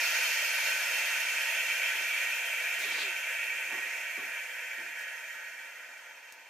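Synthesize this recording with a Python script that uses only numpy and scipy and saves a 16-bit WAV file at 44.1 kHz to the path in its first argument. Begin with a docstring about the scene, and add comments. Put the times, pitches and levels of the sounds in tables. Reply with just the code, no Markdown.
"""A watch pressure tester vents its chamber on a workshop bench, in stereo from close by.
From the start a turbulent jet rings in vent and case over faint room noise, sinking as pressure drops.
Dull handling and soft padded knocks, struck wood set ringing, come in within the first second.
Near 2.8 s come low stick-slip squeaks, the first small hard ticks and a short scuff with a bright rasp.
More knocks, another squeak and close, dry ticks follow while the jet weakens."""
import sys
import numpy as np
from scipy.fft import rfft, irfft, next_fast_len
from scipy.io import wavfile

SR = 44100
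rng = np.random.default_rng(int(sys.argv[2]) if len(sys.argv) > 2 else 0)


def master_out(mix):
    """Clip the mix to full scale and print it as 16-bit PCM to the path in sys.argv[1]."""
    frames = np.transpose(np.atleast_2d(mix))
    ceiling = np.clip(frames, -1, 1)
    pcm = np.round(ceiling * 32767).astype(np.int16)
    wavfile.write(sys.argv[1], SR, pcm)


N = 286605
T = np.arange(N) / SR
SIZE = next_fast_len(N + SR)  # a second of padding for the echoes
HZ = np.maximum(np.arange(SIZE // 2 + 1) * SR / SIZE, 1)
CUTOFF_HZ = 15600

# chamber pressure at first, and the time when it would be empty
START_BAR, EMPTY_S = 1.6, 7.37
JET_DB, FLOOR_DB, ROOM_T60_S = -30, -68, 0.26
# the jet's own broad peak: pitch at first, power of the pressure it follows, lift and width
PEAK_HZ, PEAK_FOLLOWS, PEAK_DB, PEAK_OCTAVES = 3480, 0.29, 5.5, 0.45
# smooth colour of the jet: (frequency [Hz], relative density [dB per Hz])
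JET_COLOUR = [(150, -64), (205, -45), (240, -49), (400.0, -34), (520.0, -20.5), (800.0, -25),
              (1150.0, -21.5), (1450.0, -8.5), (2500.0, -11), (3600.0, -16.5), (6500.0, -12),
              (9500.0, -19.5), (13000.0, -13), (14500.0, -13.5), (15200.0, -38)]
# air resonances of the hollow case: (frequency [Hz], width [Hz], lift [dB])
CASE_MODES = [(270, 10, 9.5), (303, 9.2, -8), (400, 28, 4.5), (499, 20, 16), (576, 30, 12.5),
              (662, 64, 17.5), (715, 9.8, 19), (898, 35, 21.5), (933, 19, 15.5), (958, 14, 19),
              (1019, 19, 15.5), (1114, 8.8, 8.5), (1255, 25, 13.5), (1360, 37, 9.5), (1399, 10.5, 15.5),
              (1442, 8.2, 12.5), (1495, 38, 7), (1526, 20, 13), (1531, 6.5, 18), (1580, 14, 13.5),
              (1686, 8.4, 18.5), (1741, 13, 13), (1800, 12, 13), (1878.4, 32, 19.5), (1974, 67, 9),
              (2034, 14, 17), (2112, 26, 15), (2263, 11, 17.5), (2300.6, 32, 22), (2396, 30, 19.5),
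              (2409, 81, 14), (2486, 20, 17.5), (2528, 17, 20), (2683, 34, 20), (2739, 19, 18.5),
              (2910, 31, 10.5), (3110, 11, 14.5), (3100, 15, 13), (3157, 16, 14), (3235, 30, 10),
              (3334, 22, 14.5), (3420, 24, 8.5), (3717, 31, 13)]
# resonances of the vent: (frequency [Hz], width [Hz], lift [dB])
VENT_MODES = [(4100, 220, 5), (4320, 77, 11.5), (4620, 72, 11), (4950, 210, 7.5), (5356, 24, 13),
              (5564, 99, 9.5), (5830, 20, 4), (5810, 80, 5), (6020, 134, 10), (6430, 220, 7),
              (6520, 110, 7), (6950, 86, 8), (7160, 260, 7.5), (8072, 85, 8), (8530, 136, 8.5),
              (9030, 35, 9), (9800, 92, 7.5), (10610, 230, 10), (10950, 51, 11.5), (11700, 67, 7),
              (12780, 74, 9), (13600, 92, 2.5), (13857, 79, 10)]
# how parts of the jet follow pressure: (centre [Hz], loss per halving [dB], loss per bar [dB/bar])
JET_PARTS = [(640, 3, 0.13), (936, 2.5, 1.5), (1170, 4, 2), (1380, 4.5, -1.3), (1750, 3.5, -0.1),
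             (2310, 3, 2.5), (2650, 3.5, 1.57), (3060, 3.5, -1), (4400, 2, 8.6), (6900, 3.5, 2.83),
             (8300, 4, 0.5), (9700, 5, 1), (13000.0, 4, 2)]
# steady room noise: (frequency [Hz], relative density [dB per Hz])
FLOOR_COLOUR = [(30, -32), (100, -26), (170, -22), (240, -2), (280, 1.5), (320, -2), (450, 2.5), (900, 5),
                (3000, -15.5), (15000, -32)]

# faint dull handling: (middle [s], length [s], level before unevenness [dB])
RUSTLES = [(0.878, 0.59, -65), (1.98, 0.16, -62), (3.726, 0.72, -63.5)]
# soft knocks: (time [s], level before rise and dulling [dB], decay t60 [s], dull above [Hz])
KNOCKS = [(.725, -58.5, 0.16, 1500), (.9, -71, 0.34, 1500), (1.985, -61, 0.37, 1500),
          (2.773, -51.5, 0.25, 900), (2.835, -50, .3, 700), (2.875, -53, 0.24, 700),
          (3.716, -41, .24, 6000), (3.765, -52, .23, 3000), (4.172, -43.5, 0.25, 1200),
          (4.228, -52, 0.26, 700), (4.778, -49, 0.42, 600), (4.915, -62, .1, 500), (5.356, -51, .064, 1500)]
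# colour of knocks and handling: (frequency [Hz], relative density [dB per Hz])
KNOCK_COLOUR = [(30, -44), (70, -30), (130, -17.5), (240, -7), (370, 1.5), (520, -6), (730, -4), (1100, -4),
                (1600, -13), (4000, -16), (10000, -43)]
# struck wood that rings in every knock: (frequency [Hz], width [Hz], lift [dB])
WOOD_MODES = [(140, 18, 9), (255, 38, 8), (305, 37, 4), (392, 45, 6.5), (735, 35, 11.5), (1124, 42, 11)]

# rubbing squeaks: (time [s], length [s], starting pitch before waver [Hz],
# pitch sag, negative where it rises [Hz/s], level before roughness [dB])
SQUEAKS = [(2.747, 0.057, 655, -700, -49.5), (2.836, 0.048, 439, 1000, -54), (2.935, 0.093, 500, 650, -57),
           (3.012, 0.12, 445, 1000, -55), (3.701, 0.031, 984, 4500, -48)]

# small ticks: (time [s], crack level before its modes [dB],
# rasp level against that, before halving its amplitude [dB], rasp t60 [s])
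TICKS = [(2.792, -37, -1, 0.35), (2.955, -43, -4, .15), (4.987, -40, -6, 0.18), (5.008, -45, -6, .14),
         (5.976, -47, -9, 0.27), (6.324, -28.5, -19, 0.12)]
# colour of the rasp after a tick: (frequency [Hz], relative density [dB per Hz])
TICK_COLOUR = [(100, -41), (2500, -15), (5500, 0), (8000, -4.5), (15000, -8)]
# the hard part that a tick sets ringing: (frequency [Hz], relative level [dB])
TICK_MODES = [(6400, -4.5), (8300, -8), (11000, -10), (15000, -12), (3900, -14)]

# something slides briefly, pressed harder as it goes
SLIDE_S, SLIDE_ATTACK_S, SLIDE_HOLD_S, SLIDE_RELEASE_S = 2.795, 0.024, 0.2, 0.1
SLIDE_DB, SLIDE_SWELL_DB_PER_S = -42.5, 15.5  # level at first, and its rise
# colour of the slide: (frequency [Hz], relative density [dB per Hz])
SCUFF_COLOUR = [(60, -39), (160, -23), (260, -7), (700, -3.5), (1300, 1), (2500, 6), (3800, 6.5),
                (5500, -5.5), (8000, -6), (15000, -25)]
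# gliding rasp of the slide: (time [s], centre [Hz], level before contact and grain [dB])
RASP = [(2.8, 3650, -66), (2.825, 3830, -52.5), (2.88, 3500, -56), (2.93, 3750, -51.5),
        (2.975, 4100, -45.5), (3.02, 4070, -45), (3.05, 3800, -54), (3.1, 3700, -62)]

# echoes from the sides, rich in treble: (frequency [Hz], level over the direct sound [dB])
SIDE_ECHOES = [(150, -25), (600, -15), (1150, -10), (1900, -12), (2700, -8.5), (3100, -2.5), (7000, -2),
               (15000, 2)]
# echoes from the front: (frequency [Hz], level against those from the sides [dB])
FRONT_ECHOES = [(2700, -10), (3800, -7), (8000, -3)]
# stereo lean, the right gets the inverse: (frequency [Hz], left gain [dB])
LEFT_LEAN = [(300, -0.19), (1000, -0.4), (2600, -0.72), (3400, 0.14), (8000, 0.49), (13000, 0.24)]


def from_db(db):
    """Decibels to gain."""
    return 10 ** (np.asarray(db) / 20)


def rms_one(x):
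    """Scale to rms 1."""
    return x / np.sqrt(np.mean(x ** 2) + 1e-20)


def in_time(rows):
    """Each column of a curve at every sample."""
    s, *columns = np.transpose(rows)
    return [np.interp(T, s, column) for column in columns]


def colour(points):
    """Gain at every frequency from (frequency [Hz], level [dB]) points."""
    hz, db = np.transpose(points)
    return from_db(np.interp(np.log(HZ), np.log(hz), db))


def shaped(x, gain):
    """Filter by a gain per frequency."""
    return irfft(rfft(x, SIZE) * gain, SIZE)[..., :N]


def noise(gain):
    """Coloured noise of rms 1."""
    return rms_one(shaped(rng.standard_normal(N), gain))


def drift(rate_hz):
    """Slow random wander of rms 1."""
    return noise(1 / (1 + (HZ / rate_hz) ** 2))


def dying(start, t60):
    """Envelope that jumps to 1 and dies away, 60 dB in t60 seconds."""
    return (T >= start) * from_db(-60 * np.clip((T - start) / t60, 0, 4))


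def swell(start, length):
    """Envelope that rises to 1 and falls again in one smooth arch."""
    return np.sin(np.pi * np.clip((T - start) / length, 0, 1))


def resonances(modes):
    """Gain of a resonant body: each mode lifts, or dips, the power around its frequency."""
    power = 1
    for hz, width, db in modes:
        power = power + (from_db(db) ** 2 - 1) / (1 + (2 * (HZ - hz) / width) ** 2)
    return np.sqrt(np.maximum(power, .1))


def pressure():
    """Share of pressure left: outflow goes with its square root, so it falls along a parabola."""
    return np.maximum(1 - T / EMPTY_S, .01) ** 2


def jet(flutter_db, flutter_hz, eddy_db, eddy_hz):
    """Turbulence through vent and case; bands sink at their own rates and the broad peak slides down."""
    low_cut = 1 / np.sqrt(1 + (130 / HZ) ** 4)  # so small a jet radiates little bass
    air = noise(colour(JET_COLOUR) * low_cut * resonances([*CASE_MODES, *VENT_MODES]))
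    left = pressure()
    halvings = -np.log2(left)
    bars_lost = START_BAR * (1 - left)
    peak_hz = PEAK_HZ * left ** PEAK_FOLLOWS
    centres = np.transpose(JET_PARTS)[0]
    stream = 0
    for (hz, halving_db, bar_db), own in zip(JET_PARTS, np.eye(len(centres))):
        # neighbouring bands cross-fade and add up to the whole stream
        band = shaped(air, np.interp(np.log(HZ), np.log(centres), own))
        lift_db = PEAK_DB * np.exp(-(np.log2(hz / peak_hz) / PEAK_OCTAVES) ** 2)
        waver_db = eddy_db * drift(eddy_hz)  # eddies of each size come and go on their own
        loss_db = halving_db * halvings + bar_db * bars_lost
        stream = stream + from_db(lift_db + waver_db - loss_db) * band
    # the whole stream flutters a little
    return stream * from_db(JET_DB + flutter_db * drift(flutter_hz))


def room_floor():
    """Steady coloured noise of the quiet workshop."""
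    return from_db(FLOOR_DB) * noise(colour(FLOOR_COLOUR))


def handling(rustle_db, thin_hz):
    """Light uneven contact with the same wood, thinned in the bass."""
    body = colour(KNOCK_COLOUR) * resonances(WOOD_MODES)
    level = sum(from_db(db) * swell(middle - length / 2, length) for middle, length, db in RUSTLES)
    texture = noise(body / (1 + (thin_hz / HZ) ** 6))
    return level * from_db(rustle_db * drift(25)) * texture


def knocks(rise_s):
    """Padded blows: a dense ring swells quickly and dies, duller the softer the contact."""
    ringing = noise(colour(KNOCK_COLOUR) * resonances(WOOD_MODES))
    thuds = 0
    for start, db, t60, dull_hz in KNOCKS:
        envelope = dying(start, t60) * np.clip((T - start) / rise_s, 0, 1)
        softened = shaped(ringing, 1 / np.sqrt(1 + (HZ / dull_hz) ** 4))
        thuds = thuds + from_db(db) * envelope * softened
    return thuds


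def squeaks(wobble, rough_db):
    """Stick-slip: short thin tones that glide as the contact changes speed."""
    waver = 1 + wobble * drift(90)
    tones = 0
    for start, length, hz, sag, db in SQUEAKS:
        pitch_hz = (hz - sag * np.clip(T - start, 0, length)) * waver
        tone = np.sqrt(2) * np.sin(2 * np.pi * np.cumsum(pitch_hz) / SR)
        tones = tones + from_db(db) * swell(start, length) * tone
    return tones * from_db(rough_db * drift(90))


def ticks(crack_t60):
    """Tiny hard contacts: a sharp crack rings for a few cycles under a longer faint bright rasp."""
    crack = rasp = 0
    for start, db, tail_db, t60 in TICKS:
        ring = 0
        for k, (hz, mode_db) in enumerate(TICK_MODES):
            # alternate modes start in opposite directions
            ring = ring + (-1) ** k * from_db(mode_db) * np.sin(2 * np.pi * hz * (T - start))
        crack = crack + from_db(db) * dying(start, crack_t60) * ring
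        rasp = rasp + from_db(db + tail_db) * dying(start, t60)
    return crack + .5 * rasp * noise(colour(TICK_COLOUR))


def scuff(grain_db, rasp_width_hz):
    """Uneven friction that swells until the slide stops, with a bright rasp gliding on top."""
    age = T - SLIDE_S
    stop = SLIDE_ATTACK_S + SLIDE_HOLD_S
    contact = np.interp(age, [0, SLIDE_ATTACK_S, stop, stop + SLIDE_RELEASE_S], [0, 1, 1, 0])
    rub_db = SLIDE_DB + SLIDE_SWELL_DB_PER_S * np.clip(age, 0, stop)
    rub = from_db(rub_db) * noise(colour(SCUFF_COLOUR))
    rasp_hz, rasp_db = in_time(RASP)
    # low noise times a gliding tone makes a narrow moving band
    carrier = np.sqrt(2) * np.sin(2 * np.pi * np.cumsum(rasp_hz) / SR)
    rasp = from_db(rasp_db) * noise(1 / (1 + (HZ / rasp_width_hz) ** 4)) * carrier
    return contact * from_db(grain_db * drift(40)) * (rub + rasp)


def workshop(x, near_t60, late_db):
    """Direct sound plus dense echoes of bench, wall and room; side echoes set the microphones apart."""
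    near = dying(0.0011, near_t60)
    late = from_db(late_db) * dying(0.0072, ROOM_T60_S)
    echoes = rng.standard_normal((2, N)) * (near + late)
    energy = np.sum(echoes ** 2, axis=1, keepdims=True)
    front, side = rfft(echoes / np.sqrt(energy), SIZE)
    side_gain = colour(SIDE_ECHOES)
    front_gain = side_gain * colour(FRONT_ECHOES)
    # side echoes reach the two microphones with opposite sign
    paths = 1 + front_gain * front + side_gain * side * [[1], [-1]]
    return shaped(x, paths / np.sqrt(1 + front_gain ** 2 + side_gain ** 2))


def scene():
    """Jet and nearby sounds in the room, lows and mids leaning right, treble left; ticks central and dry."""
    dry = jet(flutter_db=0.42, flutter_hz=10, eddy_db=0.5, eddy_hz=9.7)
    dry = dry + room_floor()
    dry = dry + handling(rustle_db=3.0, thin_hz=220)
    dry = dry + knocks(rise_s=0.017)
    dry = dry + squeaks(wobble=0.0116, rough_db=2.0)
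    dry = dry + scuff(grain_db=1.5, rasp_width_hz=930)
    lean = colour(LEFT_LEAN)
    in_room = workshop(dry, near_t60=0.041, late_db=-10.0)
    return shaped(in_room, np.array([lean, 1 / lean])) + ticks(crack_t60=0.0017)


def record(dry):
    """The top is cut steeply."""
    return shaped(dry, 1 / np.sqrt(1 + (HZ / CUTOFF_HZ) ** 200))


dry = scene()
out = record(dry)
master_out(out)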